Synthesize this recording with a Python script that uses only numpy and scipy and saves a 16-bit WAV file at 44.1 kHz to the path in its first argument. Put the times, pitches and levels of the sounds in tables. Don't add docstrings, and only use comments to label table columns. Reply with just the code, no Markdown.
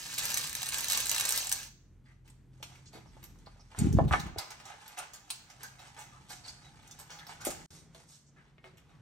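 import sys
import numpy as np
from scipy import signal
from scipy.fft import rfft, irfft
from scipy.io import wavfile
from scipy.ndimage import uniform_filter1d

SR = 44100
rng = np.random.default_rng(int(sys.argv[2]) if len(sys.argv) > 2 else 0)


def transcribe(u):
    v = np.clip(np.atleast_2d(u).T, -1, 1)
    q = np.round(v * 32767).astype(np.int16)
    wavfile.write(sys.argv[1], SR, q)


N = 397341
TIME = np.arange(N) / SR
FREQS = np.fft.rfftfreq(4096, 1 / SR)
BREAK_START_S, BREAK_END_S = 7.662, 7.705


def amp(db):
    return 10 ** (np.asarray(db) / 20)


def unit(x):
    return x / np.sqrt(np.mean(x ** 2) + 1e-20)


def norm(x):
    return x / (np.linalg.norm(x) + 1e-12)


def add(mix, s, sound):
    part = mix[max(round(s * SR), 0):][:len(sound)]
    part += sound[:len(part)]


def read(points, hz=FREQS):
    f, value = np.transpose(points)
    return np.interp(np.log(hz + 1), np.log(f + 1), value)


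def curve(rows):
    return np.interp(TIME, *np.transpose(rows))


def wander(per_s):
    return np.interp(TIME * per_s, np.arange(200), rng.uniform(-1, 1, size=200))


def swell(start, length, rise_s, fall_db_per_s, t=TIME):
    attack = np.clip((t - start) / rise_s, 0, 1)
    return attack * amp(-fall_db_per_s * np.maximum(t - start - length, 0))


def movements(rows, rise_s, fall_db_per_s):
    t = TIME[::32]
    power = sum((amp(db) * swell(start, length, rise_s, fall_db_per_s, t)) ** 2
                for start, length, db in rows)
    return np.interp(TIME, t, np.sqrt(power))


def humps(peaks):
    return sum(db * np.exp(-2 * ((FREQS - hz) / width) ** 2) for hz, width, db in peaks)


def mirrored(db):
    return np.interp(abs(np.fft.fftfreq(4096, 1 / SR)), FREQS, db)


def colour(x, db):
    log_gain = np.log(amp(mirrored(db)))
    spectrum = np.exp(np.conj(signal.hilbert(log_gain)))
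    taps = irfft(spectrum[:2049])
    taps = taps.reshape((1,) * (x.ndim - 1) + (-1,))
    return signal.oaconvolve(x, taps, axes=-1)[..., :N]


def butter(x, hz, kind, order=2):
    sos = signal.butter(order, min(hz, SR / 2 - 1), kind, fs=SR, output="sos")
    return signal.sosfilt(sos, x)


# (start t/s, hold/s, f/Hz, level/dB before the waver)
HUM_TONES = [(0, 1.8, 128.6, -62), (2.5, 0.6, 128.6, -70), (2, 1.1, 128.6, -59.5), (0.9, 1.5, 43.1, -61),
             (3, 0.9, 43.1, -58.5), (0.4, 3.4, 86.1, -64), (0.2, 0.5, 149, -65), (6, 1.2, 129, -73),
             (5.5, 1.12, 129.2, -62), (6.5, 0.69, 150, -64), (7, 0.68, 161.2, -61), (8, 0.65, 140, -65.5),
             (7.7, 0.94, 226, -74.5)]
HUM_RISE_S, HUM_FALL_DB_PER_S = 0.13, 33
HUM_WAVER_DB, RUMBLE_WAVER_DB, WAVER_PER_S = 0.5, 4, 5.0


def hum():
    drift = unit(uniform_filter1d(uniform_filter1d(rng.standard_normal(N), size=16000), size=8000))
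    out = np.zeros(N)
    for s, length, hz, db in HUM_TONES:
        level = amp(db + HUM_WAVER_DB * wander(WAVER_PER_S))
        envelope = swell(s, length, HUM_RISE_S, HUM_FALL_DB_PER_S)
        out += level * envelope * np.sin(2 * np.pi * hz * TIME + .5 * drift)
    return out


# (f/Hz, level/dB)
FIRST_ROOM_COLOUR = [(20, -15.5), (42, -1.5), (62, -1.5), (90, -3), (108, 0), (130, 1), (165, -4),
                     (220, -8), (320, -12), (600, -27.5), (2000, -32), (5000, -43.5), (16000, -44)]
SECOND_ROOM_COLOUR = [(20, -17), (45, -1), (90, 2.5), (120, 1), (160, 4), (220, -7.5), (320, -8.5),
                      (600, -18), (2000, -23), (5000, -33), (16000, -44)]
# (t/s, level/dB before the waver)
FIRST_RUMBLE_LEVEL = [(0, -57), (0.6, -59.5), (0.8, -59), (1.1, -60), (2.0, -62.5), (3.1, -59.5),
                      (3.7, -61.5), (4.65, -66.5), (5.25, -65), (5.7, -60.5), (6.4, -63.5), (7.0, -63),
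                      (7.6, -57.5)]
SECOND_RUMBLE_LEVEL = [(7.7, -57.5), (8.0, -59.5), (8.15, -65.5), (8.55, -64), (8.66, -59), (9, -60)]


def rumble(air, room_colour, level):
    return unit(colour(air, read(room_colour))) * amp(curve(level) + RUMBLE_WAVER_DB * wander(WAVER_PER_S))


def background():
    air = rng.standard_normal(N) + 0.44 * rng.standard_normal((2, N))
    first = rumble(air, FIRST_ROOM_COLOUR, FIRST_RUMBLE_LEVEL)
    second = rumble(air, SECOND_ROOM_COLOUR, SECOND_RUMBLE_LEVEL)
    return np.where(TIME < BREAK_END_S, first, second) + hum()


# (centre t/s, peak level/dB, f/Hz, half length/cycles)
HANDLING_BUMPS = [(3.800, -27.5, 115.5, 1), (3.8214, -14.5, 180, 0.67), (3.856, -29, 90, 0.65),
                  (3.872, -16.5, 240, 0.96), (3.889, -25, 110, 0.73), (3.912, -17, 138, 0.73),
                  (3.938, -21.5, 250, 0.55), (3.9515, -9, 125, 0.37), (3.980, -23, 124, 1.2),
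                  (4.0173, -15.5, 142, .7), (4.060, -20.5, 150, 0.87), (4.074, -21, 150, 0.86),
                  (4.115, -20, 101.3, 0.41), (4.129, -26, 71.6, 1), (4.16, -31, 170, 0.85),
                  (4.205, -32, 150, 1.4), (4.237, -34, 131, 0.5), (4.26, -44, 200, 0.44),
                  (4.3, -38, 126, 0.41), (4.325, -44, 70.6, 0.67), (4.38, -38.5, 90, 0.89)]
# (f/Hz, level/dB)
RUBBING_COLOUR = [(15, -54.5), (25, -17.5), (54, 2), (128, -3), (205, -4), (406, -16), (461, -23),
                  (700, -58.5), (910, -60), (1540, -120)]
RUB_START_S, RUB_HOLD_S, RUB_STOP_S = 3.775, 0.18, 4.41
RUB_DB, RUB_RISE_S, RUB_EASE_DB_PER_S = -29, 0.04, 59.5
RUB_UNEVEN_DB = 3.5


def handling():
    t = np.arange(-SR // 40, SR // 40) / SR
    bumps = np.zeros((2, N))
    for s, db, hz, cycles in HANDLING_BUMPS:
        bell = np.exp(-(t * hz / cycles) ** 2)
        for ear, phase in zip(bumps, (.45, -.45)):
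            add(ear, s + t[0], amp(db) * np.sin(2 * np.pi * hz * t + phase) * bell)
    shared, own = rng.standard_normal(N), rng.standard_normal((2, N))
    rub = unit(colour(shared + 0.8 * own, read(RUBBING_COLOUR)))
    stop = np.clip((RUB_STOP_S - TIME) / RUB_RISE_S, 0, 1)
    pressure = swell(RUB_START_S, RUB_HOLD_S, RUB_RISE_S, RUB_EASE_DB_PER_S) * stop
    catching = unit(uniform_filter1d(rng.standard_normal(N), size=900))
    return bumps + amp(RUB_DB + RUB_UNEVEN_DB * catching) * pressure * rub


# (f/Hz, level/dB before the scatter by place of contact, t60/s)
FIRST_BOWL_MODES = [(330, -9, .13), (375, -10, .1), (441, -14, .1), (540, -7, .08), (652, -1, .1),
                    (745, 0, .12), (815, 1, .11), (890, 0, .06), (975, 1, .07), (1050, 0, .08),
                    (1150, 2, .06), (1266, 5, .09), (1375, 2, .075), (1480, 1, .06), (1725, -1, .07),
                    (1772, 4, .135), (2208, -2.5, .16), (2345, -2, .06), (2885, -6, .11), (3230, -3, .05),
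                    (3470, -3, .05)]
SQUARE_BOWL_MODES = [(374, -4, 0.2), (492, -3, 0.14), (660, 3, 0.07), (860, -6, 0.059), (1110, -3, 0.078),
                     (1300, -8, 0.078), (1860, -1, .12), (2150, 3.5, .14), (2630, -4, .04),
                     (2900, 1, 0.054), (3750, -2, .04)]


def bowl_ring(s, detune=0.):
    t = np.arange(SR // 4) / SR
    modes = FIRST_BOWL_MODES if s < BREAK_START_S else SQUARE_BOWL_MODES
    place = rng.uniform(-1.033, 1, (len(modes), 3))
    ring = np.zeros(len(t))
    for (hz, db, t60), (louder, phase, sharper) in zip(modes, place):
        decay = amp(db + 2 * louder - 60 * t / t60)
        ring += decay * np.sin(2 * np.pi * hz * (1 + detune * sharper) * t + np.pi * phase)
    return ring


# (t/s, level/dB, hardness of the contact as cut-off f/Hz, share of ring 0-1)
KNOCKS_AND_THUDS = [(2.602, -33.5, 703, .5), (2.719, -39, 1200, 0.5), (2.936, -28, 696, 0.7),
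                    (2.950, -24.5, 468, 1), (2.971, -25.5, 587, 1), (3.059, -35, 1110, 0.4),
                    (3.168, -30.5, 960, 0.35), (3.358, -43, 1321, 0.1), (3.4705, -25, 1060, 0.3),
                    (3.561, -39, 907, 0.3), (3.595, -37, 1110, 0.5), (3.748, -24, 1793, 0.5),
                    (3.9872, 5, 870, 0.47), (4.110, -5, 1790, 1), (4.1265, -3.5, 3240, 1),
                    (4.136, 5, 2150, 0.8), (4.361, -15, 630, 0.4), (4.995, -26, 989, 0.9),
                    (6.305, -28, 860, 0.9), (7.469, -5, 613, 0.45), (7.488, -12, 690, 0.7),
                    (7.949, -29.5, 999, 0.9), (7.975, -35, 800, 0.8), (8.003, -41, 1390, 0.8),
                    (8.582, -33.5, 3200, 0.75), (8.642, -25.5, 3030, 0.8), (8.655, -31, 895, 0.9),
                    (8.735, -37, 560, 0.6)]
SOFT_CONTACT_TREBLE_DB = -24


def knocking():
    t, out = np.arange(SR // 4) / SR, np.zeros(N)
    for s, db, hard_hz, ring in KNOCKS_AND_THUDS:
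        u = 2 * np.pi * hard_hz * t
        push = butter((1 - u) * np.exp(-u), hard_hz, "low", order=4)
        push = norm(butter(push, max(280, 0.27 * hard_hz), "high"))
        modes = bowl_ring(s)
        body = norm(butter(modes, hard_hz, "low", order=7) + amp(SOFT_CONTACT_TREBLE_DB) * modes)
        add(out, s, amp(db) * norm(0.45 * push + ring * body))
    return out


# (t/s, level/dB, f/Hz, length/s, unsteadiness of pitch 0-1)
SHORT_NOTES = [(2.052, -75, 4840, 0.015, .05), (2.053, -67, 1930, 0.074, .13),
               (2.855, -59, 5880, 0.038, 0.24), (3.063, -70, 5500, .045, .11),
               (3.46, -56.5, 4220, 0.01, 0.07), (3.594, -63.5, 5350, 0.025, .08),
               (5.632, -48, 1590, 0.034, 0.1), (6.122, -59.5, 1196, 0.063, 0.12),
               (6.443, -50.5, 4380, .02, 0.05), (6.438, -57, 4750, .018, 0.02),
               (6.479, -48.5, 4400, 0.021, 0.02), (6.480, -48, 4810, .021, .05),
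               (6.480, -51, 6000, 0.013, 0.04), (6.636, -65.5, 3880, 0.052, 0.02),
               (6.773, -74, 2200, 0.026, 0), (6.907, -66, 3530, 0.023, 0), (7.201, -53, 1747, 0.038, 0.13),
               (7.398, -52.5, 1457, 0.05, 0.11), (8.261, -69, 6410, 0.04, 0.16),
               (8.359, -63.5, 1688, .06, 0.18), (8.9, -69, 1136, 0.057, 0)]


def squeaks_and_breaths():
    out = np.zeros(N)
    for s, db, hz, length, unsteady in SHORT_NOTES:
        samples = max(round(length * SR), 100)
        waver = unit(uniform_filter1d(rng.standard_normal(SR // 4), size=30))[:samples]
        note = np.sin(2 * np.pi * np.cumsum(hz * (1 + unsteady * waver)) / SR)
        add(out, s, amp(db) * note * signal.windows.tukey(len(note), .2))
    return out


def snap(hz, ring_s, tone):
    t = np.arange(400) / SR
    crack = norm(rng.standard_normal(len(t)) * np.exp(-t / 0.00043))
    return norm(crack + tone * norm(np.sin(2 * np.pi * hz * t) * np.exp(-t / ring_s)))


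def collisions(per_s, spread_db):
    size = amp(spread_db * np.minimum(rng.exponential(1, N), 4))
    return size * (rng.random(N) < per_s / SR)


def grains(per_s, spread_db, count=24):
    size = collisions(per_s, spread_db)
    which, out = rng.integers(0, count, N), np.zeros(N)
    for k, hz in enumerate(np.linspace(1500, 14000, count)):
        out += signal.oaconvolve(size * (which == k), snap(hz, 0.0005, 0.59))[:N]
    return out


# (f/Hz, width/Hz, level/dB), before shift and share
HOLLOW_PEAKS = [(760, 120, 8), (1560, 220, 4), (2330, 130, 3), (2900, 160, 3.5)]
EATING_START_S, EATING_END_S = 3.7, 7.68
MUZZLE_SHIFT, MUZZLE_MOVES_PER_S = .13, 9


def hollow(x, db, share, count=5):
    depth, places = wander(MUZZLE_MOVES_PER_S), np.linspace(-1, 1, count)
    covered = np.zeros(N)
    for p in places:
        peaks = [(hz * (1 + MUZZLE_SHIFT * p), width, share * top) for hz, width, top in HOLLOW_PEAKS]
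        covered += colour(x, db + humps(peaks)) * np.interp(depth, places, places == p)
    return np.where((TIME > EATING_START_S) & (TIME < EATING_END_S), covered, colour(x, db))


# (start t/s, length/s, ticking against each other level/dB, scraping the wall level/dB)
PELLET_SHOVES = [(2.035, 0.083, -82.5, -74.5), (2.241, 0.029, -73.5, -72), (2.685, 0.095, -73, -68),
                 (2.927, 0.036, -71, -59.5), (3.124, 0.11, -77, -71), (3.536, 0.077, -86, -74.5),
                 (3.696, 0.06, -73, -62), (3.751, 0.12, -61.5, -57), (4.109, 0.0073, -45.5, -38),
                 (4.24, 0.033, -81, -56.5), (4.663, 0.029, -62, -56.5), (4.792, 0.14, -65, -60.5),
                 (5.593, 0.041, -62, -57.5), (5.778, 0.1, -65, -61.5), (5.956, 0.04, -59.5, -53),
                 (6.095, 0.051, -73, -66), (6.283, 0.025, -47.5, -59), (6.432, 0.03, -60, -57.5),
                 (6.458, 0.022, -53.5, -63), (6.627, 0.019, -92, -73), (6.752, 0.11, -92, -69),
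                 (7.269, 0.038, -56.5, -56.5), (7.525, 0.097, -65, -63.5), (7.644, 0.13, -60, -70),
                 (7.924, 0.089, -67, -69), (8.067, 0.08, -61, -74), (8.344, 0.13, -86, -71.5),
                 (8.63, 0.029, -76, -61.5), (8.87, 0.033, -80, -69)]
# (start t/s, length/s, ticking level/dB,
# scraping level/dB)
LIGHT_STIRS = [(2.516, 1.2, -79, -76.5), (4.396, 3.2, -72.5, -68.5), (8.622, .4, -90.5, -82)]
# (f/Hz, level/dB)
FLOOR_PELLET_COLOUR = [(100, -34), (520, -3), (750, 1.5), (1700, 0.5), (2600, -1), (6000, 1), (9000, -1),
                       (12500, -9), (16000, -32)]
CRUNCH_LEAD_S, CRUNCH_STIR_S = 0.015, 0.023
STIR_UNDER_SNAP_DB, STIR_UNDER_WALL_DB = -44, -28.5
STIR_RISE_S, STIR_FALL_DB_PER_S = 0.023, 214.5


def stirring():
    rustle = hollow(grains(1200, 2.2), read(FLOOR_PELLET_COLOUR), share=0.71)
    wall = unit(butter(rustle, 2800, "low", order=3))
    ticks = unit(butter(rustle, 4000, "high", order=3))
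    around_crunches = [(s - CRUNCH_LEAD_S, CRUNCH_STIR_S, snap_db + STIR_UNDER_SNAP_DB,
                        wall_db + STIR_UNDER_WALL_DB)
                       for s, snap_db, _, wall_db, _ in PELLET_CRUNCHES]
    start, length, ticks_db, wall_db = np.transpose(PELLET_SHOVES + LIGHT_STIRS + around_crunches)
    ticks_gain = movements(zip(start, length, ticks_db), STIR_RISE_S, STIR_FALL_DB_PER_S)
    wall_gain = movements(zip(start, length, wall_db), STIR_RISE_S, STIR_FALL_DB_PER_S)
    return ticks * ticks_gain + wall * wall_gain


def rattle(ring, decay_s, first):
    t = np.arange(SR // 12) / SR
    contacts = rng.standard_normal(len(t)) * (rng.random(len(t)) < 2200 / SR)
    run = contacts * np.exp(-t / max(decay_s, .001))
    run[0] = first
    return norm(signal.fftconvolve(run, ring))


# (t/s, snap level/dB, snap f/Hz, blow to the bowl's wall level/dB, decay/s)
PELLET_CRUNCHES = [(2.2767, -32, 2700, -51, 0.0098), (2.3, -33.5, 8050, -53, 0.0041),
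                   (2.6274, -14, 2900, -36, 0.0035), (2.749, -29.5, 2430, -49, 0.016),
                   (2.9307, -25, 4200, -35, 0.034), (3.229, -26.5, 2360, -41.5, 0.0022),
                   (3.2398, -23, 12000, -48, 0.0015), (3.26, -36, 11600, -55, 0.0024),
                   (3.388, -39.5, 6500, -72, .002), (3.4633, -36.5, 3940, -36.5, 0.0032),
                   (3.7882, -9, 7600, -23, 0.0027), (3.928, -20, 6640, -51, 0.0041),
                   (4.0793, -22, 3940, -30, 0.0096), (4.1969, -15, 6500, -44, 0.0068),
                   (4.264, -29.5, 2900, -31, .008), (4.3844, -8, 4700, -16.5, 0.0049),
                   (4.5052, -18.5, 6300, -24.5, 0.0076), (4.5998, -26.5, 2590, -31, 0.0074),
                   (4.6538, -22.5, 6560, -29.5, 0.02), (4.6994, -30, 2530, -24, .008),
                   (4.8793, -23.5, 12000, -44, 0.0014), (4.9765, -15, 2550, -19.5, 0.024),
                   (4.9882, -13, 9000, -21.5, 0.0046), (5.1351, -17.5, 6700, -33, 0.015),
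                   (5.3032, -6, 9860, -38, 0.0077), (5.499, -26, 6130, -34.5, 0.014),
                   (5.6325, -15.5, 11300, -44, 0.0026), (5.636, -20.5, 6470, -48, 0.028),
                   (5.7912, -28.5, 3680, -32.5, 0.015), (5.818, -34, 7530, -33, .005),
                   (5.945, -39, 6100, -39, .004), (5.9913, -20, 6300, -33, 0.035),
                   (6.3036, -20, 4800, -27, 0.01), (6.4802, -22, 4500, -49, .0062),
                   (6.652, -41, 6130, -39, 0.0055), (6.829, -39, 6160, -39, .004),
                   (6.8732, -28.5, 6300, -43, 0.0071), (6.9112, -20.5, 6160, -54, 0.0097),
                   (6.989, -19.5, 8500, -28, 0.019), (7.075, -44, 6236, -43, 0.0053),
                   (7.1038, -19, 6240, -25.5, 0.054), (7.1877, -23, 3700, -34, 0.014),
                   (7.2679, -23, 5100, -29.5, 0.0043), (7.292, -43, 3910, -24, 0.013),
                   (7.334, -36, 6200, -39, .006), (7.4074, -21, 6240, -27, 0.02),
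                   (7.4498, -5, 9100, -22, 0.0058), (7.4629, -7.5, 6710, -30, 0.017),
                   (7.504, -11, 10630, -25, 0.015), (7.947, -32, 3760, -41, 0.0059),
                   (8.642, -38, 2300, -45, 0.0083), (8.7722, -32.5, 2980, -42, 0.011)]
# (f/Hz, level/dB)
CRACK_COLOUR = [(500, -8.5), (1500, -4.5), (4500, -0.5), (9000, -1.5), (12500, 3), (16000, 5.5)]
# (f/Hz, level/dB)
COVERED_WALL_COLOUR = [(300, -20.5), (560, -17), (720, -3.5), (1000, -2), (1500, -6), (2000, -6.5),
                       (3500, -4)]


def crunching():
    snaps, wall = np.zeros(N), np.zeros(N)
    for s, db, hz, wall_db, decay in PELLET_CRUNCHES:
        add(snaps, s, amp(db) * rattle(snap(hz, 0.0003, 1.0), decay_s=decay, first=0.87))
        add(wall, s, amp(wall_db) * rattle(bowl_ring(s, detune=0.068), decay_s=decay, first=4.8))
    return colour(snaps, read(CRACK_COLOUR)) + hollow(wall, read(COVERED_WALL_COLOUR), share=1.1)


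def pings(hz, width, per_s, spread_db, count=5):
    size = collisions(per_s, spread_db)
    which, t = rng.integers(0, count, N), np.arange(SR // 50) / SR
    out = np.zeros(N)
    for k, f in enumerate(hz + width * np.linspace(-.5, .5, count)):
        ring = np.sin(2 * np.pi * f * t) * np.exp(-np.pi * width * t)
        out += signal.oaconvolve(size * (which == k), ring)[:N]
    return out


STRIKE_RISE_S, STRIKE_CHATTER_S = 0.00013, .0018
STRIKE_RING_S, STRIKE_TONE = 0.0014, 0.33


def strike(hz):
    t = np.arange(SR // 50) / SR
    attack = 1 - np.exp(-t / STRIKE_RISE_S)
    chatter = norm(rng.standard_normal(len(t)) * attack * np.exp(-t / STRIKE_CHATTER_S))
    ring = norm(np.sin(2 * np.pi * hz * t) * attack * np.exp(-t / STRIKE_RING_S))
    return norm(chatter + STRIKE_TONE * ring)


# (start t/s, length/s, level/dB)
HEAP_SLIDES = [(-0.03, 0.1, -43.5), (.075, 0.094, -42), (.165, 0.27, -36.5), (.55, 0.14, -40.5),
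               (.71, 0.15, -37.5), (.885, 0.11, -33.5), (1.1, 0.3, -35), (1.51, 0.06, -41.5)]
# (f/Hz, width/Hz, level/dB against its ticking)
HEAP_RINGS = [(835, 200, -22), (1690, 180, -16.5), (2400, 200, -20.5), (2830, 420, -20), (3930, 520, -14.5),
              (4500, 300, -17.5), (6180, 300, -14), (7400, 300, -18)]
# (t/s, click level/dB, ring f/Hz, blow to the bowl's wall level/dB)
RIDGE_STRIKES = [(0.059, -21, 3900, -16.5), (0.066, -20.5, 6050, -21.5), (0.129, -21.5, 6070, -18),
                 (0.141, -14, 5460, -24.5), (0.18, -8.5, 3900, -10.5), (0.184, -4.5, 3750, -11.5),
                 (0.193, -8.5, 5640, -18), (0.244, -11.5, 6050, -22), (0.254, -2.5, 9350, -11),
                 (0.291, -12.5, 6050, -19.5), (0.303, -8.5, 11900, -14.5), (0.3177, -12.5, 4020, -10),
                 (0.3425, -2, 6200, -11), (0.3727, -2, 6000, -8.5), (0.38, -5.5, 6050, -20.5),
                 (0.411, -15.5, 4500, -15), (0.441, -13, 3930, -12.5), (0.473, -11, 3600, -13),
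                 (0.495, -13, 8050, -27), (0.5287, -11, 6000, -16), (0.5513, -5.5, 6050, -10),
                 (0.6188, -9.5, 3830, -15.5), (0.63, -6.5, 4030, -9), (0.660, -12, 4000, -18.5),
                 (0.667, -11.5, 6050, -15.5), (0.6888, -6, 9100, -20), (0.7217, -11.5, 3750, -10),
                 (0.735, -11, 6050, -16.5), (0.7436, -7, 7500, -5), (0.7744, -11.5, 6050, -18.5),
                 (0.784, -6.5, 12100, -19.5), (0.8073, -7.5, 3900, -27), (0.844, -6, 4150, -10.5),
                 (0.884, -5, 6050, -14), (0.8996, -2, 4500, -13.5), (0.911, -5.5, 6300, -9.5),
                 (0.921, 0.5, 3900, -8), (0.932, -4, 6050, -6.5), (0.974, -1, 8500, -11.5),
                 (1.003, -2.5, 3800, -11.5), (1.057, -7, 8850, -18), (1.068, -6, 7450, -18.5),
                 (1.085, -9.5, 11900, -18.5), (1.095, 0.5, 5900, -9), (1.115, 0, 6200, -5.5),
                 (1.1464, -4.5, 5940, -11.5), (1.163, -7.5, 3970, -3.5), (1.181, -5, 3940, -6.5),
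                 (1.198, -1, 4050, -6.5), (1.209, -2, 3870, -4), (1.2532, -3, 7200, -10),
                 (1.256, -11, 7450, -14.5), (1.287, -7.5, 8500, -21), (1.291, -0.5, 7600, -11.5),
                 (1.307, -3.5, 11400, -18.5), (1.323, -1, 6000, -14), (1.36, -4, 5630, -19),
                 (1.3761, -1, 11970, -19), (1.446, -14, 5900, -21), (1.4697, -8.5, 7550, -21),
                 (1.494, -6.5, 8060, -24), (1.516, -2, 6140, -8.5), (1.5249, 1, 6050, -10),
                 (1.631, -21.5, 6050, -20)]
# (f/Hz, level/dB)
NEAR_PELLET_COLOUR = [(100, -25.5), (400, -18.5), (800, -5.5), (1700, -6.5), (2400, -1), (3300, -1.5),
                      (4200, 0.5), (9000, -1.5), (12500, -2.5), (16000, 1.5)]
# (f/Hz, width/Hz, level/dB)
STRIKE_PEAKS = [(1680, 300, 8), (3940, 500, 4.5), (6050, 240, 3.5)]
SLIDE_RISE_S, SETTLE_DB_PER_S = 0.019, 95.5
SHAKE_END_S, LAST_PELLETS_DB_PER_S = 1.664, 246


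def shaking():
    tone_db = read(NEAR_PELLET_COLOUR) + humps(STRIKE_PEAKS)
    stop = amp(-LAST_PELLETS_DB_PER_S * np.maximum(TIME - SHAKE_END_S, 0))
    sliding = movements(HEAP_SLIDES, SLIDE_RISE_S, SETTLE_DB_PER_S) * stop
    ticking = unit(colour(grains(1900, 2.8, count=40), read(NEAR_PELLET_COLOUR)))
    ringing = sum(amp(db) * unit(pings(hz, width, per_s=85, spread_db=1.5))
                  for hz, width, db in HEAP_RINGS)
    strikes, wall = np.zeros(N), np.zeros(N)
    for s, db, hz, wall_db in RIDGE_STRIKES:
        add(strikes, s, amp(db) * strike(hz))
        add(wall, s, amp(wall_db) * strike(rng.uniform(843, 3000)))
    brighter_db = read([(1500, -13), (5000, -3.5), (9000, 4.0), (13000, 6.0)])
    strikes = colour(strikes, tone_db + brighter_db)
    return (ticking + ringing) * sliding + strikes + colour(butter(wall, 5600, "low"), tone_db)


# (f/Hz, t60/s)
TAIL_T60 = [(100, 0.96), (500, .55), (1300, 0.5), (3500, 0.5), (7000, 0.55), (10000, 0.14), (15000, 0.47)]


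def echoes(wet_db, early_db):
    hz, t, z = signal.stft(rng.standard_normal((2, SR // 2)), SR, nperseg=256)
    decay = amp(-60 * t / read(TAIL_T60, hz)[:, None])
    tail = signal.istft(z * decay, SR, nperseg=256)[1]
    lag = np.arange(tail.shape[1]) / SR
    tail *= np.clip(lag / 0.002, 0, 1)
    early = rng.standard_normal(tail.shape) * (rng.random(tail.shape) < 1800 / SR)
    early = early * (lag > .001) * np.exp(-lag / 0.011)
    return np.array([amp(wet_db) * norm(a) + amp(early_db) * norm(b) for a, b in zip(tail, early)])


# (f/Hz, lead of the left/rad)
PORT_LEAD = [(100, 0.34), (1000, -0.41), (1550, 1.23), (4800, 1.59), (7200, -1.9), (8350, 0.5),
             (11000, 1.5), (16000, 0.47)]
# (f/Hz, left minus right level/dB)
PORT_LEVELS = [(100, 2.5), (350, 3), (700, -3), (1300, -1.5), (2400, 1.5), (4400, -2), (8000, -2),
               (15000, 1)]


def room(x, wet_db, early_db, count=4):
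    side = np.array([[.5], [-.5]])
    turn = np.exp(1j * side * read(PORT_LEAD, np.fft.rfftfreq(2 * N, 1 / SR)))
    heard = irfft(rfft(x, 2 * N) * turn)[:, :N]
    for k in range(count):
        away = abs((TIME / .07 + k) % count - count / 2)
        taps = echoes(wet_db, early_db)
        feed = x * np.cos(np.pi / 2 * np.minimum(away, 1))
        parts = np.split(feed, [round(BREAK_START_S * SR)])
        heard += np.hstack([signal.oaconvolve(part[None], taps, axes=1)[:, :len(part)] for part in parts])
    return np.array([colour(ear, share * read(PORT_LEVELS)) for ear, share in zip(heard, side)])


def scene():
    near = room(shaking(), wet_db=-9.0, early_db=-3.0)
    far = room(stirring() + crunching() + squeaks_and_breaths(), wet_db=-4.0, early_db=-0.5)
    knocks = room(knocking(), wet_db=-11.5, early_db=-3.0)
    return near + far + knocks + handling() + background()


# (f/Hz, width/Hz, level/dB)
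TREBLE_DIPS = [(10496, 770, -20), (14000, 1840, -17.5), (16260, 1400, -17.5)]
LOW_CUT_HZ, EDGE_HZ = 23, 16000


def record(dry):
    heard = butter(colour(dry, humps(TREBLE_DIPS)), LOW_CUT_HZ, "high", order=4)
    running = uniform_filter1d(1. * ((TIME < BREAK_START_S) | (TIME > BREAK_END_S)), size=100)
    heard = heard * np.maximum(running, amp(-37))
    band_limit = signal.firwin(255, EDGE_HZ, window=("kaiser", 9), fs=SR)
    return signal.oaconvolve(heard, band_limit[None], "same")


dry = scene()
out = record(dry)
transcribe(out)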